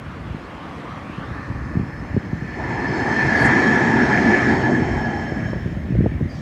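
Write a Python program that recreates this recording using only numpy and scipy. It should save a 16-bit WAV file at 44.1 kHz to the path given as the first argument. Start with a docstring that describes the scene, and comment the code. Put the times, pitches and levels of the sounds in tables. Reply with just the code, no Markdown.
"""A tram rolls over a paved crossing right beside the microphone and away along grass track.
Noise drives the narrow ringing bands of its body, slabs, rails and wheels; coloured noise makes it roll.
Wind buffets the bare microphone in low thumps, built from short pressure swings.
A car fades on the street behind: tyre noise with a road echo, two rising bands and a tread hum.
Brief wheel squeals, a whine spot, broader hisses and steady street noise are random spectra."""
import sys
import numpy as np
from scipy import signal
from scipy.io import wavfile
from scipy.ndimage import uniform_filter1d

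SR = 44100
rng = np.random.default_rng(int(sys.argv[2]) if len(sys.argv) > 2 else 0)


def file_out(sig):
    """Save sig as 16-bit WAV at sys.argv[1]."""
    # one column per channel
    cols = np.atleast_2d(sig).T
    # limit, then scale
    lim = np.clip(cols, -1, 1)
    pcm = np.round(lim * 32767).astype(np.int16)
    wavfile.write(sys.argv[1], SR, pcm)


def rack_gain(trim_db):
    """Turn a fader trim in dB into the linear factor to multiply a signal by."""
    fader = np.asarray(trim_db, float)
    return 10 ** (fader / 20)


N = 282725
TIME_S = np.arange(N) / SR

# Ringing of body, slabs and wheels, before any pitch shift: (frequency [Hz], width [Hz], level [dB])
BODY_MODES = [(127.5, 34, -4), (236, 65, 2), (344, 160, 0)]
SLAB_MODES = [(729.3, 245, 4.5), (870.3, 208, 5.5), (979, 32, -12.5), (1371, 180, -11)]
FRONT_WHEEL_MODES = [(3110, 220, -7), (4240, 200, -3), (4840, 160, -11), (5150, 150, -2), (6090, 130, -11)]
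REAR_WHEEL_MODES = [(3185, 130, -3), (4450, 170, -13), (5460, 190, -5), (6600, 150, -12), (7660, 150, -22)]
# Ringing of the rails, all moved together by the wander below: (frequency [Hz], width [Hz], level [dB])
RAIL_MODES = [(1740, 79, 0.5), (1740, 206, -3), (1998, 170, -10.5), (2197, 470, -9)]
# The strongest rail mode wanders: (time [s], frequency [Hz])
WHINE_WANDER = [(2.3, 1775), (2.7, 1765), (3.0, 1725), (3.2, 1765), (3.36, 1690), (3.5, 1755), (3.62, 1730),
                (3.85, 1715), (4.0, 1710), (4.15, 1725), (4.35, 1749), (4.5, 1700), (4.85, 1715),
                (5.15, 1700), (5.6, 1685)]
# The rail sings out: (time [s], level change [dB], half length [s])
RAIL_SINGS = [(2.68, 1, 0.12), (3.205, 7, 0.033), (3.474, 3.5, 0.13), (4.144, 5.5, 0.035),
              (4.175, 6.5, 0.0048), (4.34, 5, 0.044), (4.832, 1.5, 0.031)]
# The whine sinks for a while: (time [s], level change [dB], half length [s])
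WHINE_LULLS = [(2.048, -8.5, 0.44), (3.143, -4, 0.024), (4.167, -13, 0.007), (4.235, -6, 0.014),
               (4.707, -9, 0.021), (5.302, -0.5, 0.12), (2.3, -2, 0.1)]
# The rumble swells and dips: (time [s], level change [dB], half length [s])
RUMBLE_BOOMS = [(3.053, 3.5, 0.25), (4.08, 2, 0.055), (4.356, -5.5, 0.072), (4.68, 7, 0.12),
                (5.21, -2, 0.34)]
# Wheel ringing swells: (time [s], peak level [dB], rise [dB/s], fall [dB/s])
FRONT_WHEEL_SWELLS = [(3.17, -43, 23.5, 15.5), (4.3, -45.5, 29.5, 61), (1.2, -62, 22, 1.5)]
REAR_WHEEL_SWELLS = [(3.5, -42.5, 28, 4.4), (4.9, -52, 11, 21)]
# Colour of the rolling noise: (frequency [Hz], relative level per Hz [dB])
ROLLING_COLOUR = [(24, -51), (40, -29.5), (63, -13.5), (171, -4.5), (223, -0.5), (345, -1), (559, -12.5),
                  (844, -13.5), (1240, -14), (1550, -13.5), (1740, -5.5), (2830, -30), (6760, -36),
                  (13000, -69)]
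# Front and rear bogie pass the microphone: one time each [s]
BOGIE_PASS_S = [3.573, 4.293]
# Loudness of each tram layer: (front bogie when nearest [dB], rear bogie when nearest [dB],
# loss per tenfold distance [dB], loss on the grass before [dB], loss on the grass after [dB])
TRAM_LAYERS = {"rumble": (-24, -17.5, 30.5, 14, 9), "slabs": (-27, -27.5, 15, 17.5, 28),
               "whine": (-21.5, -24, 33, 2, 15), "rolling": (-19, -21, 32, 4, 4.5)}
# Brief narrow wheel squeals near 4.5 and 6.6 kHz, a whine spot at 2 kHz, and broader hisses:
# (time [s], level [dB], half length [s], frequency [Hz], width [share of frequency])
SQUEALS_AND_HISSES = [(3.0, -50, 0.09, 4520, 0.018), (3.418, -50, 0.028, 8800, 0.17),
                      (3.41, -41.5, 0.06, 4500, 0.015), (3.6, -49, 0.06, 4400, 0.015),
                      (4.55, -51, 0.16, 4400, 0.018), (3.459, -41, 0.0092, 7430, 0.15),
                      (4.1, -48.5, 0.12, 4400, 0.03), (6.366, -53, 0.05, 4760, 0.28),
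                      (6.305, -55, 0.015, 4700, 0.05), (3.365, -30, 0.025, 2035, 0.015),
                      (3.63, -50, 0.06, 6600, 0.012), (5.733, -62, 0.008, 6000, 0.15),
                      (5.06, -52, 0.008, 4000, 0.2)]
# Gusts: (time [s], buffeting level [dB])
GUSTS = [(0.0, -37), (0.21, -33.5), (0.61, -40.5), (1.25, -36.5), (1.6, -29), (1.9, -33.5), (3.0, -31.5),
         (4.2, -32), (4.96, -25), (5.3, -31.5), (6.07, -25), (6.27, -29), (6.41, -37)]
# Strong eddies on the microphone; the edge is the base level of the faster swirls, trimmed by their speed:
# (time [s], level [dB], frequency [Hz], sharp edge against the main swing [dB])
STRONG_EDDIES = [(0.306, -19.5, 117, -26), (0.348, -16, 197, -26), (1.1, -18.5, 203, -25),
                 (1.185, -18.5, 204, -32), (1.312, -16, 123, -32), (1.502, -17, 139, -33),
                 (1.513, -18, 176, -30), (1.756, -12.5, 221, -29), (1.772, -6.5, 164, -20),
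                 (1.798, -9, 193, -23), (1.813, -13, 158, -27), (1.833, -14.5, 176, -38),
                 (2.146, -12.5, 139, -27), (2.167, -6.5, 286, -24), (2.175, -6, 178, -16),
                 (2.333, -8.5, 181, -33), (2.424, -15, 170, -35), (4.823, -7, 201, -37),
                 (5.322, -13.5, 170, -8), (5.371, -17, 199, -28), (5.457, -13.5, 125, -38),
                 (5.501, -12.5, 164, -30), (5.533, -17, 330, -5.5), (5.563, -12.5, 139, -11.5),
                 (5.662, -12, 148, -16), (5.775, -17.5, 134, -27), (5.907, -10.5, 195, -34),
                 (5.924, -10.5, 184, -31), (5.938, -11, 101, -21), (5.954, -10.5, 103, -8.5),
                 (5.973, -11, 101, -39), (5.99, -3, 163, -34), (6.008, -5.5, 194, -12.5),
                 (6.023, -9.5, 142, -36), (6.035, -11, 151, -35), (6.044, -8, 172, -12),
                 (6.063, -6.5, 253, -5), (6.069, -15, 119, -9), (6.125, -15, 144, -46),
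                 (6.212, -10.5, 180, -9), (6.226, -10, 142, -37), (6.259, -11.5, 198, -39)]
# Colour of the car's tyre noise: (frequency [Hz], relative level per Hz [dB])
TYRE_COLOUR = [(180, -33), (300, 1.5), (393, -9), (494, -3), (545, -9.5), (594, -9.5), (1110, -5.5),
               (1480, -10.5), (2840, -20), (4000, -26.5), (9000, -44), (11700, -52), (19800, -120)]
# Colour of the street noise: (frequency [Hz], relative level per Hz [dB])
STREET_COLOUR = [(18, -53), (30, -26.5), (93, -27), (130, -4.5), (244, -7.5), (445, -30.5), (564, -18),
                 (904, -31), (1490, -31), (1790, -24.5), (2600, -35), (5230, -54.5), (8000, -59.5),
                 (15700, -65)]
# Loudness of the street noise: (time [s], level [dB])
STREET_LEVEL = [(0, -37), (2.501, -34.5), (5.6, -32), (6.25, -32.5), (6.41, -32)]

SPEED_M_S, SOUND_M_S = 6.6, 343
TRACK_M = 2.814  # nearest distance to the rails
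ON_SLABS_S, ON_EDGE_S = 2.56, .015  # the first wheels meet the paving abruptly
OFF_SLABS_S, OFF_EDGE_S = 5.62, .056  # the tram runs back on to grass


def tram():
    """Rumble, slabs, rails, wheels and rolling of one passing tram."""
    ahead_m = SPEED_M_S * (3.85 - TIME_S)  # along the track to the middle of the tram
    # Doppler shift, spread by the tram's length
    pitch = .997 + SPEED_M_S / SOUND_M_S * ahead_m / np.hypot(ahead_m, 5)
    fade_in = np.clip((TIME_S - .7) / 0.7, 0, 1)  # emerges from the street noise
    return fade_in * (rumble(pitch) + slabs(pitch) + rail_whine() + wheels(pitch) + rolling())


def rumble(pitch):
    """The tram's body rings in low bands that swell and dip."""
    gain = passing("rumble") * rack_gain(bumps_db(TIME_S, RUMBLE_BOOMS))
    return gain * ringing(BODY_MODES, pitch, 2.96)


def slabs(pitch):
    """The paving slabs drum; this thins and drops in pitch once the last wheels near the grass."""
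    fade_db = -6 * step(TIME_S, 5.27, 0.072)
    sag = 1 - 0.11 * step(TIME_S, 5.15, .12)
    return passing("slabs") * rack_gain(fade_db) * ringing(SLAB_MODES, pitch * sag, 2.6)


def rail_whine():
    """Rails ring in bands that wander together, singing out and sinking."""
    shimmer_db = bumps_db(TIME_S, RAIL_SINGS + WHINE_LULLS)
    wander = along(WHINE_WANDER, TIME_S)[0] / RAIL_MODES[0][0]
    return passing("whine") * rack_gain(shimmer_db) * ringing(RAIL_MODES, wander, 2.0)


def wheels(pitch):
    """Front and rear wheels ring in high bands, softer once the tram is back on grass."""
    front, rear = (np.sqrt(sum(rack_gain(swell_db(TIME_S, *row)) ** 2 for row in rows))
                   for rows in (FRONT_WHEEL_SWELLS, REAR_WHEEL_SWELLS))
    rings = front * ringing(FRONT_WHEEL_MODES, pitch, 2.2) + rear * ringing(REAR_WHEEL_MODES, pitch, 2.0)
    return rack_gain(-12 * step(TIME_S, OFF_SLABS_S, .11)) * rings


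def rolling():
    """Rolling makes a broad coloured noise that follows the bogies past."""
    return passing("rolling") * hiss(ROLLING_COLOUR, patchy_db=2.0)


def passing(layer):
    """Gain of a tram layer: both bogies fade with distance, and grass muffles the track."""
    front_db, rear_db, loss_db, before_db, after_db = TRAM_LAYERS[layer]
    power = 0
    for pass_s, near_db in zip(BOGIE_PASS_S, (front_db, rear_db)):
        distance = np.hypot(1, SPEED_M_S * (TIME_S - pass_s) / TRACK_M)  # 1 when nearest
        power = power + rack_gain(near_db - loss_db * np.log10(distance)) ** 2
    grass_before_db = before_db * step(-TIME_S, -ON_SLABS_S, ON_EDGE_S)
    grass_after_db = after_db * step(TIME_S, OFF_SLABS_S, OFF_EDGE_S)
    return np.sqrt(power) * rack_gain(-grass_before_db - grass_after_db)


def ringing(modes, pitch, flicker_db=0.):
    """Rough contact, as noise, drives each mode; pitch shifts them all alike; rms 1."""
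    out = np.zeros(N)
    for hz, width, db in modes:
        r = np.exp(-np.pi * width / SR)
        push = rng.standard_normal(N) + 1j * rng.standard_normal(N)
        slow = signal.lfilter([1], np.convolve([1, -r], [1, -r]), push)
        drift = uniform_filter1d(rng.standard_normal(N), size=2200)
        patch = evened(uniform_filter1d(drift, size=2200))  # contact comes and goes
        tone = np.exp(2j * np.pi * hz * np.cumsum(pitch) / SR)  # lifts the slow noise to its pitch
        out += rack_gain(db) * evened(rack_gain(flicker_db * patch) * (slow * tone).real)
    return evened(out)


def squeals_and_hisses():
    """Narrow wheel squeals, a whine spot and broader hisses: brief noise, each in its own band."""
    def shape_db(hz, t):
        power = 0
        for s, db, half, f, share in SQUEALS_AND_HISSES:
            bump = np.exp(-((t - s) / half) ** 2 - (np.log((hz + 1) / f) / share) ** 2)
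            power = power + rack_gain(2 * db) / share * bump * 12000 / f  # narrow bands get more per Hz
        return 10 * np.log10(power + 1e-16)
    return hiss([(20, 0.0034), (20000, 0.012)], shape_db, patchy_db=4.0)


def wind():
    """Wind pushes on the microphone in many small random eddies that follow the gusts, and strong ones."""
    small, strong = np.zeros(N), np.zeros(N + 3000)
    for hz in np.geomspace(70, 260, num=8):
        starts = rng.random(N) < 30 / SR  # about 30 a second
        sizes = rack_gain(3.5 * np.minimum(rng.exponential(1, N), 2.2)) * starts
        small += signal.oaconvolve(sizes, eddy(hz, 2 * np.pi * rng.random(), cycles=0.8), "same")
    phases = rng.uniform(-0.86, 1, (len(STRONG_EDDIES), 2))
    for (s, db, hz, edge_db), (phase, edge_phase) in zip(STRONG_EDDIES, phases):
        swirl = eddy(hz, phase, cycles=0.44)
        for up in (1.9, 2.9):  # smaller, faster swirls on top
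            faster = eddy(up * max(hz, 200), np.pi * edge_phase * up, cycles=2.0, fall=0.12)
            swirl += rack_gain(edge_db - 7.9 * up + 13.5) * faster
        strong[round(s * SR):][:3000] += rack_gain(db) * swirl
    return rack_gain(along(GUSTS, TIME_S)[0]) * evened(small) + strong[1500:N + 1500]


def eddy(hz, phase, cycles, fall=0.39):
    """A short pressure swing that starts fast and slows down."""
    turns = np.arange(-1500, 1500) / SR * hz
    spread = np.where(turns < 0, 0.67 * cycles, 1.25 * cycles)  # quicker rise than decay
    swing = np.cos(2 * np.pi * (turns - fall * turns * np.tanh(turns)) + phase)
    return np.exp(-.5 * (turns / spread) ** 2) * swing


def car():
    """Tyre noise, its two rising bands and the tread hum of a car drawing off on the street behind."""
    tyres = hiss(TYRE_COLOUR, tyre_shape_db, patchy_db=1.54)
    return tyres + lower_echo_band() + upper_echo_band() + tread_hum()


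def tyre_shape_db(hz, t):
    """As the car draws off its road echo lags less, so the comb climbs; a notch lingers near 3.4 kHz."""
    level_db = swell_db(t, 0.8, -36.5, rise=4, fall=2.5) - 6.5 * step(t, 2.2, 0.24)
    first_ms, last_ms = .98, .47  # echo lag at first and at last
    lag_ms = first_ms + (last_ms - first_ms) * step(t, 1.16, .08)
    echo = .75 * np.exp(-((t - 1.2) / .3) ** 2)  # strongest at 1.2 s
    waves = (hz + 1) * lag_ms / 1000  # wavelengths in the lag
    # a rough road blurs the echo at short wavelengths; it fades at long ones too
    echo = echo / (1 + (1.3 / waves) ** 8) / (1 + (waves / 2.8) ** 12)
    comb_db = 20 * np.log10(abs(1 + echo * np.exp(2j * np.pi * waves)))
    # the echo's notch lingers near 3.4 kHz, later growing shallower
    notch_db = 20 * (step(t, 1.38, 0.11) - .4 * step(t, 2.9, .12))
    return level_db + comb_db - notch_db * np.exp(-.5 * (np.log((hz + 1) / 3400) / 0.12) ** 2)


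def lower_echo_band():
    """A band of the car's tyre noise, brightened by its road echo, rises in pitch and settles."""
    band_hz = 0.95 * (1250 + (1830 - 1250) * step(TIME_S, 1.22, .045))
    level_db = swell_db(TIME_S, 1.3, -45, rise=35, fall=5)
    return rack_gain(level_db) * ringing([(1, 360, 0)], band_hz, 1.5)  # 360 Hz wide


def upper_echo_band():
    """A second, higher band of the tyre noise, brightened by the road echo, rises in pitch once."""
    band_hz = 0.96 * (2300 + (4300 - 2300) * step(TIME_S, 1.22, .08))
    level_db = swell_db(TIME_S, 1.17, -50.5, rise=30, fall=55)
    return rack_gain(level_db) * ringing([(1, 1100, 0)], band_hz, 1.7)  # 1100 Hz wide


def tread_hum():
    """The tread hums in one band of noise, highest in pitch when loudest."""
    top_db = -43.5
    level_db = swell_db(TIME_S, 1.25, top_db, rise=16.5, fall=10)
    hum_hz = 0.99 * (1197 + 11 * (level_db - top_db))
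    return rack_gain(level_db) * step(-TIME_S, -1.93, .05) * ringing([(1, 194, 0)], hum_hz)


def street():
    """Coloured noise of the street, its level slowly changing."""
    return hiss(STREET_COLOUR, lambda hz, t: along(STREET_LEVEL, t)[0], patchy_db=2.2)


def hiss(spectrum, shape_db=lambda hz, t: 0, patchy_db=1.5):
    """Random short-time spectra of a given colour with drifting patches; rms 1 before shape_db."""
    frames, hz = N // 256 + 5, np.fft.rfftfreq(1024, 1 / SR)[:, None]
    a, b, patches = rng.standard_normal((frames, 513, 3)).T
    patches = uniform_filter1d(patches, size=10, axis=0)  # smooth over pitch, then over time
    patches = evened(uniform_filter1d(patches, size=12, axis=1))
    f, db = np.transpose(spectrum)
    colour_db = np.interp(np.log(hz + 1), np.log(f), db)
    z = (a + 1j * b) * rack_gain(colour_db + patchy_db * patches)
    shape = rack_gain(shape_db(hz, np.arange(frames) * 256 / SR))
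    plain = signal.istft(z, nperseg=1024, noverlap=768)[1][:N]
    shaped = signal.istft(z * shape, nperseg=1024, noverlap=768)[1][:N]
    return shaped / np.sqrt(np.mean(plain ** 2))


def evened(x):
    """Scales to rms 1."""
    return x / np.sqrt(np.mean(x ** 2) + 1e-20)


def along(rows, t):
    """Each column of a table, read at the times t."""
    s, *columns = np.transpose(rows)
    return [np.interp(t, s, c) for c in columns]


def step(t, at_s, span_s):
    """A soft switch from 0 to 1."""
    return .5 + .5 * np.tanh((t - at_s) / (2 * span_s))


def swell_db(t, at_s, top_db, rise, fall):
    """Climbs and sinks by so many dB a second around a peak."""
    return top_db - np.where(t < at_s, rise * (at_s - t), fall * (t - at_s))


def bumps_db(t, rows):
    """Short swells and dips of level."""
    return sum(db * np.exp(-((t - s) / half) ** 2) for s, db, half in rows)


def scene():
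    """All sources at one microphone."""
    return (tram() + squeals_and_hisses() + wind() + car() + street())[None]


def top_cut(x):
    """Nothing passes above the cut-off."""
    return signal.sosfilt(signal.butter(12, 15890, fs=SR, output="sos"), x)


def record(dry):
    """The microphone cuts the deep bass steeply and rounds off the highest peaks."""
    cut = signal.sosfilt(signal.butter(5, 53, "highpass", fs=SR, output="sos"), dry)
    rounded = cut / (1 + (abs(cut) / .8) ** 4) ** (1 / 4)
    return top_cut(rounded)


dry = scene()
out = record(dry)
file_out(out)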